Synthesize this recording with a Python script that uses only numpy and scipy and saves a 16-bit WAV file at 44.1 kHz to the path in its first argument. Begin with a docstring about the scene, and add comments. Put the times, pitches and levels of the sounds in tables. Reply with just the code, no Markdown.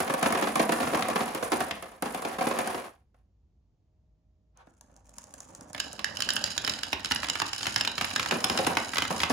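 """Marbles, a toy car and a marble run

Glass marbles drop into a thin plastic car and rattle on the heap inside; then it fades to a quiet room.
Bigger marbles roll down a grooved wooden board, click, knock along wooden bends and a ringing plastic
chute, and the first ones reach the car. Short bursts of noise act as the blows; resonances answer them.
A phone with two ports stands close, and a short noisy tail gives the room."""
import sys
import numpy as np
from scipy import signal
from scipy.fft import rfft, irfft
from scipy.io import wavfile

SR = 44100
rng = np.random.default_rng(int(sys.argv[2]) if len(sys.argv) > 2 else 0)


def wav_out(sig):
    """Save sig, one row per channel (or a flat mono array), as 16-bit PCM at SR to the path in sys.argv[1]."""
    wavfile.write(sys.argv[1], SR, np.round(np.clip(np.atleast_2d(sig).T, -1, 1) * 32767).astype(np.int16))


N = 411012
TIME = np.arange(N) / SR


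def undb(db):
    """Turn decibels into a plain amplitude factor."""
    return 10 ** (np.asarray(db) / 20)


def curve(rows, col=1):
    """One table column drawn against time; silent outside its span."""
    rows = np.array(rows)
    return np.interp(TIME, rows[:, 0], rows[:, col], left=-200, right=-200)


def over_hz(rows, hz):
    """A table drawn against the logarithm of frequency."""
    rows = np.array(rows)
    return np.interp(np.log(hz), np.log(rows[:, 0]), rows[:, 1])


def both(first, second):
    """Two event tables as one, with a flag for events of the second kind."""
    s, db = np.transpose(first + second)
    return s, db, np.arange(len(s)) >= len(first)


def scatter(rate_per_s, db_curve, spread_db):
    """Random contact times; sizes spread upward from a level curve, strong ones rare."""
    draw = rng.random((int(rate_per_s * N / SR), 2))
    floor_db = db_curve[(draw[:, 0] * N).astype(int)]
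    return draw[:, 0] * N / SR, floor_db - spread_db * np.log(1 - .93 * draw[:, 1])


def blows(times, db, rise_ms, t60_ms, solid_db=-99):
    """Each contact is one solid push (solid_db: its energy against the burst) and a short ragged burst.

    Of the two unrelated rows, the ports later share the first and hear the second with opposite sign."""
    hits = np.zeros(N)
    np.add.at(hits, np.clip((np.asarray(times) * SR).astype(int), 0, N - 1), undb(db))
    rise = np.exp(-1000 / (SR * rise_ms))
    fall = 10 ** (-3000 / (SR * t60_ms))
    grit = rng.standard_normal((2, N))
    push = hits * np.sign(grit) * undb(solid_db) / np.sqrt(1 - fall ** 2)
    envelope = signal.lfilter([1 - rise], np.convolve([1, -rise], [1, -fall]), hits)
    return envelope * grit + push


def resonate(x, hz, width_hz):
    """One resonance: sound near its pitch passes and rings on."""
    return signal.lfilter(*signal.iirpeak(hz, hz / width_hz, SR), x)


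def ring(x, modes):
    """Sum of resonances with alternating sign."""
    return sum((-1) ** k * undb(db) * resonate(x, hz, width) for k, (hz, width, db) in enumerate(modes))


def struck(times, db, modes, rise_ms, t60_ms, spot_db, detune, solid_db, tilt_db=0):
    """Every blow lands on another spot, so each mode gets its own share and sounds a little flat or sharp."""
    spot = spot_db * rng.standard_normal((len(times), len(modes)))
    power = undb(2 * np.array(modes)[:, 2])
    spot = spot - 10 * np.log10(undb(2 * spot) @ power / power.sum())[:, None]  # the blow keeps its strength
    order = np.argsort(times)
    latest = order[(np.searchsorted(times[order], TIME) - 1).clip(0)]  # newest blow at each moment
    sharp = rng.random((len(times), len(modes))) > .5
    out = 0
    for k, (hz, width, mode_db) in enumerate(modes):
        octaves = np.log2(hz / modes[2][0])  # counted from the third mode
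        sizes = db + mode_db + spot[:, k] + tilt_db * octaves
        push = blows(times, sizes, rise_ms, t60_ms * 0.97 ** octaves, solid_db - 2.2 * octaves)
        up = push * sharp[latest, k]
        out = out + resonate(up, hz * (1 + detune), width)
        out = out + resonate(push - up, hz * (1 - detune), width)
    return out


# room noise by pitch: (frequency [Hz], relative level per Hz [dB])
AIR = [(15, -33), (25, -16.5), (58, -2.5), (237, -23.5), (620, -37.5), (779, -38.5), (1500, -52.5),
       (7000, -56), (9500, -72)]
AIR_DB = -60.5  # overall level of the noise
# appliance hum: (frequency [Hz], level before the step [dB], level after it [dB])
HUM = [(55, -66.5, -67), (624.5, -97, -84)]
HUM_STEP_S = 3.88


def air():
    """Quiet low room noise, shaped by pitch, and a faint appliance hum of steady tones."""
    hz = np.fft.rfftfreq(N, 1 / SR) + 1
    noise = irfft(rfft(rng.standard_normal((2, N))) * undb(over_hz(AIR, hz)), N)
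    hum = 0
    for f, before_db, after_db in HUM:
        level = undb(np.where(TIME > HUM_STEP_S, after_db, before_db))
        hum = hum + level * np.sqrt(2) * np.sin(2 * np.pi * f * TIME)
    return noise * undb(AIR_DB) / noise.std() + hum * [[1], [0]]  # hum only in the shared row


# marbles rolling in the groove: (time [s], rumble level [dB], small tick level [dB])
ROLL = [(4.66, -79, -63.5), (4.85, -67.5, -61), (5.2, -64, -46.5), (5.72, -53, -45), (5.8, -52, -35),
        (5.97, -49, -46.5), (6.35, -45.5, -32), (7.0, -52.5, -32.5), (9.32, -47, -28.5)]


def rolling():
    """Rolling is a crowd of tiny contacts: soft ones make the rumble, sharp ones the ticks."""
    rumble_s, rumble_db = scatter(200, curve(ROLL), spread_db=6.0)
    tick_s, tick_db = scatter(150, curve(ROLL, col=2), spread_db=3.0)
    return blows(rumble_s, rumble_db + 7.0, 1.6, 29), blows(tick_s, tick_db - 0.5, 0.044, 17.9)


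# the gate block knocks the board: (time [s], level [dB])
TAPS = [(4.67, -45.5)]
# the gate block slides off the board: (start [s], length [s], level [dB])
SCRAPE = (4.5, 0.15, -43.5)


def gate_block():
    """The block gives a tap as a short blow and a scrape as noise that swells and fades."""
    tap_s, tap_db = np.transpose(TAPS)
    start_s, length_s, scrape_db = SCRAPE
    swell = np.sin(np.pi * np.clip((TIME - start_s) / length_s, 0, 1) ** 2.1) ** 2
    scrape = undb(scrape_db) * swell * rng.standard_normal((2, N))
    return blows(tap_s, tap_db - 9.5, 0.77, 35), scrape


# resonances of the groove: (frequency [Hz], width [Hz], level [dB])
GROOVE = [(530, 248, 2), (895, 460, 2.5), (1690, 290, -2.5)]


def groove(roll, clicks, scrape, taps):
    """The grooved wood answers everything that touches it; rolling passes its resonances twice."""
    return ring(ring(roll, GROOVE) + clicks + scrape + undb(20.0) * taps, GROOVE)


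# resonances of the wooden board: (frequency [Hz], width [Hz], level [dB])
BOARD = [(680, 120, -4.5), (1290, 710, 2.5), (2400, 920, 1), (3500, 1300, -4)]


def board(s, db, ticks, loose, scrape):
    """Blows and rolling ticks ring the broad, quickly damped resonances of wood."""
    knocks = struck(s, db + 1.5, BOARD, 0.94, 19.8, spot_db=2.0, detune=0.092, solid_db=-6.5)
    return knocks + ring(undb(-21.0) * loose + undb(-10.5) * ticks + undb(-9.0) * scrape, BOARD)


# resonances of the plastic chute: (frequency [Hz], width [Hz], level [dB])
CHUTE = [(1630, 200, -5.5), (2960, 140, -1), (3300, 210, -12), (3890, 130, -3), (4637, 530, -7),
         (5310, 120, 0), (7114, 220, -6.5)]
CHUTE_S = 5.74  # the first marble leaves the board


def chute(s, db, loose):
    """Quick, hard blows and ticks ring the narrow, high resonances of the chute."""
    knocks = struck(s, db + 17.0, CHUTE, 0.14, 12.8, spot_db=3.5, detune=0.012, solid_db=-3.0)
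    return knocks + ring(undb(10.0 - 0.97 * (TIME - CHUTE_S)) * loose, CHUTE)


# low resonances of the legs; the first two also serve the table: (frequency [Hz], width [Hz], level [dB])
LEGS = [(63, 21, -3), (85, 25.7, 3.5), (230, 103, -0.5)]


def legs(x, low_only=False):
    """Furniture under the marbles gives blows a low thump."""
    return ring(x, LEGS[:2] if low_only else LEGS)


# resonances of the glass: (frequency [Hz], width [Hz], level [dB])
GLASS = [(3670, 4700, -4.5), (6720, 1430, 13), (9210, 1720, 8.5), (14590, 1600, -6)]


def glass(x, top_only=False):
    """Marbles are small and stiff, so their own ringing is high."""
    return ring(x, GLASS[2:] if top_only else GLASS)


# marbles knocking the wooden bends: (time [s], level [dB])
KNOCKS = [(1.0236, -10.5), (1.2062, -21), (1.7105, -12), (5.7471, -19), (5.7803, -25.5), (5.9923, -19),
          (6.4762, -20.5), (6.641, -20.5), (6.787, -24), (6.6767, -8.5), (6.9296, -7), (6.996, -27),
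          (7.1112, -9), (7.2316, -13.5), (7.2447, -14.5), (7.355, -13.5), (7.418, -7), (7.609, -20),
          (7.656, -16.5), (7.668, -8), (7.849, -13), (7.9801, -11), (8.0114, -6.5), (8.111, -18.5),
          (8.1963, -8.5), (8.2599, -12), (8.3103, -5.5), (8.6664, -9.5), (8.77, -2), (8.935, -14.5),
          (8.97, -11), (9.0214, -8), (9.051, -13), (9.2025, -9.5), (9.215, -16.5), (9.2335, -4)]
# marbles dropping on the chute: (time [s], level [dB])
CLINKS = [(5.801, -26), (6.0441, -24), (6.1703, -29), (6.2047, -25.5), (6.2216, -22), (6.2895, -23),
          (6.3041, -22.5), (6.3649, -21), (6.44, -20), (6.5787, -20), (6.648, -22.5), (6.6957, -19),
          (6.737, -28), (6.8144, -43), (6.8332, -22), (7.0467, -20.5), (7.058, -24), (7.119, -14),
          (7.16, -19.5), (7.286, -21.5), (7.2987, -15), (7.4, -16.5), (7.532, -18), (7.6304, -18.5),
          (7.7608, -8), (7.8097, -10.5), (7.875, -12), (8.045, -15), (8.1606, -9), (8.229, -18),
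          (8.442, -6), (8.4985, -9.5), (8.5757, -9), (8.588, -13), (8.647, -19), (8.9574, -13),
          (8.983, -5.5)]
# marble against marble at the start of the board: (time [s], level [dB])
CLICKS = [(4.573, -49.5), (4.81, -39.5), (4.964, -46.5), (5.093, -44.5), (5.183, -28), (5.24, -39.5),
          (5.339, -32), (5.404, -33), (5.5494, -33), (5.609, -35.5), (5.731, -33), (5.93, -30)]
# short sharp touches of fast marbles, only the top of the glass sounds: (time [s], peak level [dB])
PINGS = [(6.2033, -26), (6.3353, -22), (6.357, -19.5), (7.1476, -22.5), (8.0507, -26), (8.4455, -15.5),
         (8.946, -27)]
KNOCK_RING_DB, CLINK_RING_DB = -23, 9.5  # chute ring over knock, for a blow on wood and on the chute
BEHIND_DB_PER_S = 7  # the chute falls behind the phone


def track():
    """Blows and rolling ring board, chute, legs and glass. Returns wood and chute, then legs and glass."""
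    s, db, on_chute = both(KNOCKS, CLINKS)
    chute_db = np.where(on_chute, CLINK_RING_DB - BEHIND_DB_PER_S * (s - CHUTE_S), KNOCK_RING_DB)
    roll, ticks = rolling()
    taps, scrape = gate_block()
    loose = ticks * (TIME > CHUTE_S)  # the fine rolling ticks ring chute and bends only from here on
    click_s, click_db = np.transpose(CLICKS)
    wood_clicks = blows(click_s, click_db + 3.0, 0.55, 25)
    wood = board(s, db, ticks, loose, scrape) + chute(s, db + chute_db, loose)
    wood = wood + groove(roll, wood_clicks, scrape, taps)
    # a blow that misses the chute lands on wood and thumps the legs harder
    thumps = blows(s, db - 0.029 * chute_db - 0.5, 1.0, 57)
    low = legs(thumps + undb(10.5) * roll + undb(35.0) * taps)
    touches = blows(click_s, click_db + 0.5, 0.18, 11.6) + blows(s, db + chute_db - 7.5, 0.18, 12.0)
    high = glass(touches + undb(-11.5) * ticks)
    pings = glass(blows(*np.transpose(PINGS), rise_ms=0.091, t60_ms=18.0), top_only=True) * undb(0.5)
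    return wood, low + high + pings


HEAP_DB, HEAP_RISE_S, HEAP_FALL_DB_PER_S = -13.5, 0.0032, 85


def stir(s, db):
    """Level [dB] of the heap: each landing adds unrest that swells, then dies away."""
    power = np.zeros(N)
    np.add.at(power, (s * SR).astype(int), undb(2 * db))
    swell, fall = np.exp(-1 / (SR * HEAP_RISE_S)), undb(-2 * HEAP_FALL_DB_PER_S / SR)
    unrest = signal.lfilter([1 - swell], np.convolve([1, -swell], [1, -fall]), power)
    return HEAP_DB + 10 * np.log10(unrest.clip(1e-20))


# marbles that land on the bare shell: (time [s], level [dB])
DROPS = [(0.098, -15.5), (0.259, -14.5), (0.35, -16), (0.424, -14), (0.471, -18.5), (0.595, -11),
         (0.693, -14), (0.803, -16), (0.829, -17), (0.8714, -19.5), (0.933, -19), (0.946, -14),
         (1.10, -21.5), (1.158, -13.5), (1.207, -18), (1.426, -17), (1.53, -20.5), (2.057, -24),
         (2.249, -18.5), (2.385, -23.5), (2.409, -15), (2.469, -15), (2.51, -23), (2.70, -28.5),
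         (2.745, -23), (3.1438, -22), (8.322, -10.5), (8.445, -23.5), (8.50, -16.5), (8.552, -19.5),
         (8.592, -12.5), (8.697, -20), (9.105, -12.5), (9.302, -8.5)]
# marbles that land on other marbles: (time [s], level [dB])
CLACKS = [(.003, -15), (0.139, -17.5), (0.228, -15), (0.3242, -19), (0.3818, -32), (0.412, -23.5),
          (0.556, -13.5), (0.721, -17), (1.085, -19.5), (1.348, -20), (1.519, -15.5), (1.605, -18.5),
          (1.825, -30), (2.023, -18), (2.146, -22.5), (2.221, -28), (2.588, -17.5), (2.674, -21),
          (8.669, -11.5)]
# resonances of the plastic shell: (frequency [Hz], width [Hz], level [dB])
SHELL = [(165, 25, -7), (222, 40, 4.5), (372, 220, -1.5), (514, 50, 2.5), (721, 80, 6), (1074, 210, 1),
         (1675, 180, -5.5), (2307, 760, -10.5), (4500, 6900, -22.5)]
DROP_GLASS_DB, CLACK_GLASS_DB = -26.5, -10.5  # glass click over shell
BIG_S = 8.3  # from here on the big marbles reach the car
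HEAVY_DB = -0.5  # per octave: big marbles push longer, so the shell answers darker
HARD_DB = 1.55  # per octave: glass on glass is a shorter contact, so the shell answers brighter


def car():
    """Drops and the settling heap shake the shell and the table; small glass meets glass on top."""
    s, db, on_glass = both(DROPS, CLACKS)
    heap = stir(s, db - 3.5 * (s > BIG_S))  # big marbles stir the heap less for their level
    nudge_s, nudge_db = scatter(380, heap, spread_db=4.0)
    times, sizes = np.r_[s, nudge_s], np.r_[db + 10.5, nudge_db - 1.5]
    # a full drop pushes longer than a nudge in the heap, so it is darker too
    tilt_db = HEAVY_DB * (times > BIG_S) - 2.0 * (np.arange(len(times)) < len(s))
    tilt_db = tilt_db + HARD_DB * np.r_[on_glass, np.zeros(len(nudge_s))]
    shell = struck(times, sizes, SHELL, 1.4, 38.0, spot_db=2.0, detune=0.033, solid_db=-6.5, tilt_db=tilt_db)
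    # the shell's ring is cut below 140 Hz
    shell = signal.sosfilt(signal.butter(4, 140, "high", fs=SR, output="sos"), shell)
    click_db = np.where(on_glass, CLACK_GLASS_DB, DROP_GLASS_DB)
    rattle_s, rattle_db = scatter(520, heap, spread_db=3.5)
    clicks = blows(s, db + click_db + 9.5, 0.23, 9.8) + blows(rattle_s, rattle_db - 16.0, .2, 14.7)
    table = legs(blows(times, sizes - 12.5, 1.7, 37), low_only=True)
    return shell + glass(clicks, top_only=True) + table


def room(x, t60_s, room_db):
    """Walls send back a short noisy tail, duller than the blows."""
    t = np.arange(int(.5 * SR)) / SR
    dull_noise = signal.lfilter([1], [1, -.65], rng.standard_normal((2, len(t))))
    tail = dull_noise * 10 ** (-3 * t / t60_s) * (t > .004)
    tail = tail / np.sqrt((tail ** 2).sum(axis=1, keepdims=True))
    return x + undb(room_db) * signal.fftconvolve(x, tail, axes=1)[:, :N]


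# how far the left port is ahead: (frequency [Hz], phase lead [rad])
PORT_LEAD = [(20, 0), (860, -.4), (7000, -.4), (7800, 3.0), (8900, 3.7), (11200, 6.4), (13000, 9.4),
             (15500, 12.6)]
# sound the ports do not share: (frequency [Hz], level [dB])
PORT_UNLIKE = [(60, -14), (150, -31.5), (300, -7), (1500, -2.5), (5000, -2), (8000, -6.5), (15000, -36.5)]


def ports(pair):
    """Two ports: sound bends round the phone, so treble arrives shifted and the mids partly unlike."""
    hz = np.fft.rfftfreq(N, 1 / SR) + 1
    shared, other = rfft(pair)
    other = other * undb(over_hz(PORT_UNLIKE, hz))
    turn = np.exp(1j / 2 * over_hz(PORT_LEAD, hz))
    return irfft([(shared + other) * turn, (shared - other) / turn], N)


def panned(x, db):
    """Make left louder than right by this many dB."""
    return x * undb(db * np.array([[.5], [-.5]]))


# the early car sound fades out: (time [s], level [dB])
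FADE = [(2.858, 2.5), (3.0, -15), (3.4, -59.5)]
# side of the board and chute: (time [s], left minus right [dB])
PAN = [(4.5, 0), (6.1, -6.5), (7.2, -3), (9.32, -3)]
CAR_PAN_DB = -0.95  # left minus right, for all other sounds


def scene():
    """The early car sound fades out; marbles are heard in the car again from 8.3 s, after the track starts."""
    fade = np.where(TIME > SCRAPE[0], 1, undb(np.interp(TIME, *np.transpose(FADE))))
    wood, rest = track()
    near_car = fade * room(car(), t60_s=0.37, room_db=-10)
    near_car = near_car + room(rest, t60_s=0.42, room_db=-10) + air()
    wood = ports(room(wood, t60_s=0.42, room_db=-10))
    return panned(ports(near_car), CAR_PAN_DB) + panned(wood, np.interp(TIME, *np.transpose(PAN)))


def record(dry):
    """The phone drops the deepest bass, rounds the loudest peaks and cuts the top."""
    dry = signal.sosfilt(signal.butter(4, 45, "high", fs=SR, output="sos"), dry)
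    rounded = np.tanh(1.837 * dry) / 3.13
    return signal.sosfilt(signal.ellip(10, .2, 80, 16300, fs=SR, output="sos"), rounded)


dry = scene()
out = record(dry)
wav_out(out)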